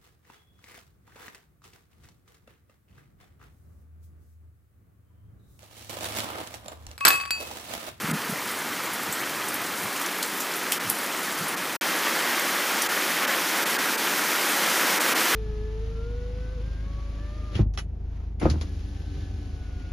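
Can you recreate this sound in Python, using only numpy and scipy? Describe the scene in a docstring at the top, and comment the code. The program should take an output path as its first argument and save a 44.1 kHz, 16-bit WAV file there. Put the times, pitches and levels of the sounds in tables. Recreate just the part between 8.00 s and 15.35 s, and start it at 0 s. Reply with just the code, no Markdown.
"""Heavy rain under a metal awning

Mono: the rain is heard first facing a garden, then, after a very short silence, facing a roof, where it is louder.
Filtered noise makes the wash of countless drops; random clicks ring the roofing as patter and tick on leaves.
Drips from the eave splash close by as short noise bursts. A few soft gusts, made of low noise, bump
the microphone at first, over a light breeze. The treble dips briefly now and then."""
import sys
import numpy as np
from scipy import signal
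from scipy.fft import rfft, irfft, next_fast_len
from scipy.io import wavfile
from scipy.ndimage import uniform_filter1d

SR = 44100
rng = np.random.default_rng(int(sys.argv[2]) if len(sys.argv) > 2 else 0)


def wav_out(sig):
    """Save sig, one row per channel (or a flat mono array), as 16-bit PCM at SR to the path in sys.argv[1]."""
    wavfile.write(sys.argv[1], SR, np.round(np.clip(np.atleast_2d(sig).T, -1, 1) * 32767).astype(np.int16))


N = 324135
TIME = np.arange(N) / SR
# the garden side ends where the silence begins, and the roof side starts where it ends
SILENCE_FROM_S, SILENCE_TO_S = 3.770, 3.811


# colour of the patter and wash on the garden side, overall level set later: pitch_hz, relative_level_db
GARDEN_DRUM_COLOUR = [(94, -34.5), (160, -13.5), (176, -8.5), (313, -1), (360, -2.5), (391, -3), (665, -6),
                      (891, -4.5), (1130, -4), (1250, -2.5), (4500, -15), (5850, -19.5), (9900, -120)]
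# colour of the hiss on the garden side, overall level set later: pitch_hz, relative_level_db
GARDEN_SPRAY_COLOUR = [(1760, -38.5), (3000, -8.5), (4280, -4.5), (6140, -3), (7430, -4.5), (13500, -5.5),
                       (15300, -5)]


def garden_side(start_drum_db=-33, start_spray_db=-38, rise_db_per_s=0.51):
    """Rain on foliage and shade cloth slowly thickens, sparse enough for single splashes to be heard."""
    drum = from_db(start_drum_db) * drumming(GARDEN_DRUM_COLOUR, per_s=1800)
    hiss = from_db(1.5) * spray(GARDEN_SPRAY_COLOUR, per_s=2500, spread_db=1.5, tick_db=-7.0)
    splashes = from_db(-4.5) * small_splashes(per_s=70)
    rain = drum + from_db(start_spray_db) * (hiss + splashes)
    return from_db(rise_db_per_s * TIME) * rain


# colour of the patter and wash on the roof side, overall level set later: pitch_hz, relative_level_db
ROOF_DRUM_COLOUR = [(94, -43.5), (160, -12.5), (184, -7), (335, 2), (396, -2.5), (547, 0), (629, -3),
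                    (1410, 0), (2060, -3), (2880, -6.5), (4500, -9.5), (5850, -12), (9900, -120)]
# colour of the hiss on the roof side, overall level set later: pitch_hz, relative_level_db
ROOF_SPRAY_COLOUR = [(1760, -39), (3000, -5.5), (3910, -7.5), (6140, -3.5), (7790, -7), (12700, -6.5),
                     (15300, -6.5)]


def roof_side():
    """Dense rain on tiles and metal sheet swells as a heavier shower arrives."""
    elapsed_s = TIME - SILENCE_TO_S
    shower = step(6.49, onset_s=0.26)
    # each level: as it comes in, its rise per second, and what the shower adds
    drum_db = -27.5 + 0.25 * elapsed_s + 2 * shower
    spray_db = -35.5 + 0.86 * elapsed_s + 1.8 * shower
    # so many drops fall at once that few stand out
    drum = from_db(drum_db) * drumming(ROOF_DRUM_COLOUR, per_s=3000)
    hiss = from_db(4.0) * spray(ROOF_SPRAY_COLOUR, per_s=7300, spread_db=0.0, tick_db=-7)
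    splashes = from_db(-4.0) * small_splashes(per_s=160)
    return drum + from_db(spray_db) * (hiss + splashes)


def drumming(colour, per_s, patter_db=-11, spread_db=2.7, cycles=14, flurry_db=2.2, spots=24):
    """Drops in flurries ring the roofing, each at the pitch of its spot, over the wash of distant rain."""
    hits = drops(per_s, spread_db) * from_db(flurry_db * flurries(per_s=14))
    spot_of_hit = rng.integers(0, spots, N)
    patter = np.zeros(N)
    for spot, hz in enumerate(np.geomspace(600, 3600, spots)):
        # a click makes little sound at a low pitch, more at a high one
        patter += hz * ring(hits * (spot_of_hit == spot), hz, cycles / hz)
    wash = rng.standard_normal(N)
    return under_awning(coloured(wash + from_db(patter_db) * rms_one(patter), colour))


# resonances and hollows of the awning and its gutter: pitch_hz, width_hz, change_db
AWNING_RESONANCES = [(174, 29, 3.5), (345, 75, -0.5), (665, 270, -1), (1240, 220, 0), (2000, 690, 2.5),
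                     (2890, 300, -1.5), (3100, 350, 2)]


def under_awning(x):
    """Each resonance of the awning lifts or hollows a narrow band; they act one after another."""
    for hz, width_hz, db in AWNING_RESONANCES:
        band = signal.lfilter(*signal.iirpeak(hz, hz / width_hz, fs=SR), x)
        x = x + (from_db(db) - 1) * band
    return x


def spray(colour, per_s, spread_db, tick_db):
    """Fine ticks of drops on leaves and paving stand out of a smooth far hiss."""
    far_hiss = rng.standard_normal(N)
    ticks = rms_one(drops(per_s, spread_db))
    return coloured(far_hiss + from_db(tick_db) * ticks, colour)


def small_splashes(per_s, spread_db=9, splat_t60_s=0.006, spray_db=-9):
    """Larger drops from leaves and gutters burst at random, a few metres away; rms 1."""
    out = np.zeros(N)
    for when, size, surface in rng.random((int(per_s * N / SR), 3)):
        hz = 4500 + 10000 * surface
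        # the square makes large drops rarer
        add(out, when * N / SR, from_db(spread_db * size ** 2) * splash(hz, splat_t60_s, spray_db))
    return rms_one(out)


# drips from the eave: start_s, level_db, surface_pitch_hz, spray_db (relative to the splat)
EAVE_DRIPS = [(0.111, -16, 9000, -20), (0.511, -22, 9500, -6), (0.931, -22, 11500, -3),
              (1.031, -20, 12000, -13), (1.123, -16.5, 8200, -6), (1.483, -15, 9600, -10),
              (1.542, -15, 13000, -13), (2.012, -20, 9000, -7), (2.060, -18.5, 6000, -12),
              (2.2266, -10, 4330, -10), (2.402, -21, 7000, -3), (2.561, -20, 12500, -6),
              (2.7188, -5, 3240, -12.5), (2.8976, -3.5, 11300, -17), (2.984, -18.5, 9000, -10),
              (3.481, -18, 11000, -7), (4.394, -12.5, 7800, -20), (4.818, -9, 6000, -12.5),
              (7.009, -14, 8100, -12)]


def eave_drips():
    """Heavy drips fall from the awning close by: each taps the surface and bursts an instant later."""
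    splat_t60_s, tap_t60_s, burst_after_s = 0.0054, 0.0024, 0.0026
    tap_db, tap_spray_db = -4.5, -30
    overtone_ratio, overtone_db = 1.74, -3.5
    out = np.zeros(N)
    for s, db, hz, spray_db in EAVE_DRIPS:
        tap = splash(hz, tap_t60_s, tap_spray_db)
        overtone = splash(overtone_ratio * hz, splat_t60_s, spray_db)
        burst = splash(hz, splat_t60_s, spray_db) + from_db(overtone_db) * overtone
        # the surface hardly rings below a share of its pitch
        burst = butter(burst, 0.65 * hz, "high")
        add(out, s, from_db(db + tap_db) * tap)
        add(out, s + burst_after_s, from_db(db) * burst)
    return out


def splash(hz, splat_t60_s, spray_db, spray_t60_s=0.14, ring_width=0.1, ring_db=9, crack=2.7, low_cut=0.47):
    """A drop cracks and bursts in a short splat, then its droplets fall back as a fading spray; peak 1."""
    t = np.arange(SR // 10) / SR
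    splat = from_db(-60 * t / splat_t60_s)
    fading_spray = from_db(spray_db - 60 * t / spray_t60_s)
    burst = rng.standard_normal(len(t)) * np.hypot(splat, fading_spray) + crack * (t == 0)
    # the surface that it hits rings in one region of the treble
    surface = signal.lfilter(*signal.iirpeak(min(hz, .4 * SR), 1 / ring_width, fs=SR), burst)
    sound = from_db(ring_db) * surface + butter(burst, max(low_cut * hz, 2600), "high")
    return sound / np.abs(sound).max()


# gusts on the microphone: crest_s, level_db (rms at the crest), width_s
MICROPHONE_GUSTS = [(0.048, -30.5, 0.011), (0.096, -29, 0.0076), (0.133, -25.5, 0.021),
                    (0.298, -30, 0.0072), (0.33, -31.5, 0.0079), (1.095, -36, 0.0085), (1.85, -41.5, 0.015),
                    (2.88, -41, 0.024), (3.425, -36, 0.02)]


def gusts(strongest_hz=185, fall_hz_per_db=3.0):
    """Puffs of air rumble on the microphone; a stronger puff rumbles higher."""
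    strongest_db = max(db for _, db, _ in MICROPHONE_GUSTS)
    out = np.zeros(N)
    for s, db, width_s in MICROPHONE_GUSTS:
        hz = strongest_hz - fall_hz_per_db * (strongest_db - db)
        out += from_db(db) * bell(s, width_s) * rumble(hz)
    return out


def breeze(hz=150, change_s=0.08):
    """Moving air rumbles on the garden side, with one lull; on the roof side it stays calm."""
    early_db, lull_db, late_db = -51.5, -61.5, -53
    early = 1 - step(1.92, change_s)
    late = step(3.3, change_s) * (TIME < SILENCE_FROM_S)
    db = lull_db + (early_db - lull_db) * early + (late_db - lull_db) * late
    return from_db(db) * rumble(hz, width=1.5, even_s=0.18)


def rumble(hz, width=1.24, even_s=0.0195):
    """Low turbulence is noise around a pitch, with its level held near 1."""
    noise = butter(rng.standard_normal(N), [hz / width, hz * width], "band")
    noise = butter(noise, 0.5 * hz, "high")
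    return noise / np.sqrt(uniform_filter1d(noise ** 2, int(even_s * SR)) + 1e-12)


def drops(per_s, spread_db):
    """Impacts fall at random moments: many small, few large."""
    sizes = from_db(spread_db * np.minimum(rng.exponential(1, N), 5))
    return (rng.random(N) < per_s / SR) * sizes * rng.choice([-1, 1], N)


def ring(clicks, hz, t60_s):
    """A unit click sets a sine ringing from a height of 1, fading by 60 dB in t60_s."""
    r, w = from_db(-60 / (t60_s * SR)), 2 * np.pi * hz / SR
    return signal.lfilter([0, np.sin(w)], [1, -2 * r * np.cos(w), r * r], clicks + 1e-18)


def flurries(per_s):
    """A random swell, in straight lines between new values so many times a second; spread about 1."""
    return np.interp(TIME * per_s, np.arange(512), rng.standard_normal(512))


def coloured(x, colour):
    """Give a white signal a colour, at minimum phase so that nothing sounds early; rms 1."""
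    size = 2 * next_fast_len(N // 2 + 4096)
    hz, db = np.transpose(colour)
    grid_hz = np.maximum(np.arange(size // 2 + 1) * SR / size, 1)
    gain = from_db(np.interp(np.log(grid_hz), np.log(hz), db))
    # keeping one half of the cepstrum, doubled, gives the minimum-phase filter
    cepstrum = irfft(np.log(gain))
    response = np.exp(rfft(2 * cepstrum[:size // 2], size))
    return rms_one(irfft(rfft(x, size) * response)[:N])


def butter(x, hz, kind, order=2):
    """Causal Butterworth filter."""
    return signal.sosfilt(signal.butter(order, np.clip(hz, 10, .45 * SR), kind, fs=SR, output="sos"), x + 1e-18)


def bell(s, width_s):
    """A smooth rise and fall of height 1 around a moment."""
    return np.exp(-.5 * ((TIME - s) / width_s) ** 2)


def step(s, onset_s):
    """A smooth change from 0 to 1 around a moment."""
    return .5 + .5 * np.tanh((TIME - s) / onset_s)


def from_db(db):
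    """Decibels to gain."""
    return 10 ** (np.asarray(db) / 20)


def rms_one(x):
    """Scale to an rms of 1."""
    return x / np.sqrt(np.mean(x ** 2) + 1e-20)


def add(track, s, sound):
    """Mix a sound into a track at a time."""
    start = int(np.clip(round(s * SR), 0, N - 1))
    track[start:start + len(sound)] += sound[:N - start]


def scene():
    """One side of the house, then the other; both channels are the same."""
    rain = np.where(TIME < SILENCE_FROM_S, garden_side(), roof_side())
    return np.tile(rain + eave_drips() + gusts() + breeze(), (2, 1))


# moments when the treble dips briefly: centre_s
TREBLE_DIPS = [0.127, 2.791, 3.559, 4.882, 5.265, 5.649, 5.778, 5.969, 6.993, 7.143]


def record(dry, dip_db=15.5, dip_width_s=0.0049, dip_above_hz=2400, low_share=0.11, fade_out_s=0.009):
    """The treble dips now and then, the sound stops briefly between the two sides, and the top is cut."""
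    depth_db = dip_db * sum(bell(s, dip_width_s) for s in TREBLE_DIPS)
    lows = signal.sosfiltfilt(signal.butter(4, dip_above_hz, fs=SR, output="sos"), dry)
    treble = dry - lows
    # the lows dip too, by a small share of the depth
    sound = lows * from_db(-low_share * depth_db) + treble * from_db(-depth_db)
    fade_out = np.clip((SILENCE_FROM_S - TIME) / fade_out_s, 0, 1) ** 2
    running = fade_out + (TIME > SILENCE_TO_S)
    # steep cut above 15300 Hz
    return signal.sosfilt(signal.ellip(14, .1, 80, 15300, fs=SR, output="sos"), sound * running)


dry = scene()
out = record(dry)
wav_out(out)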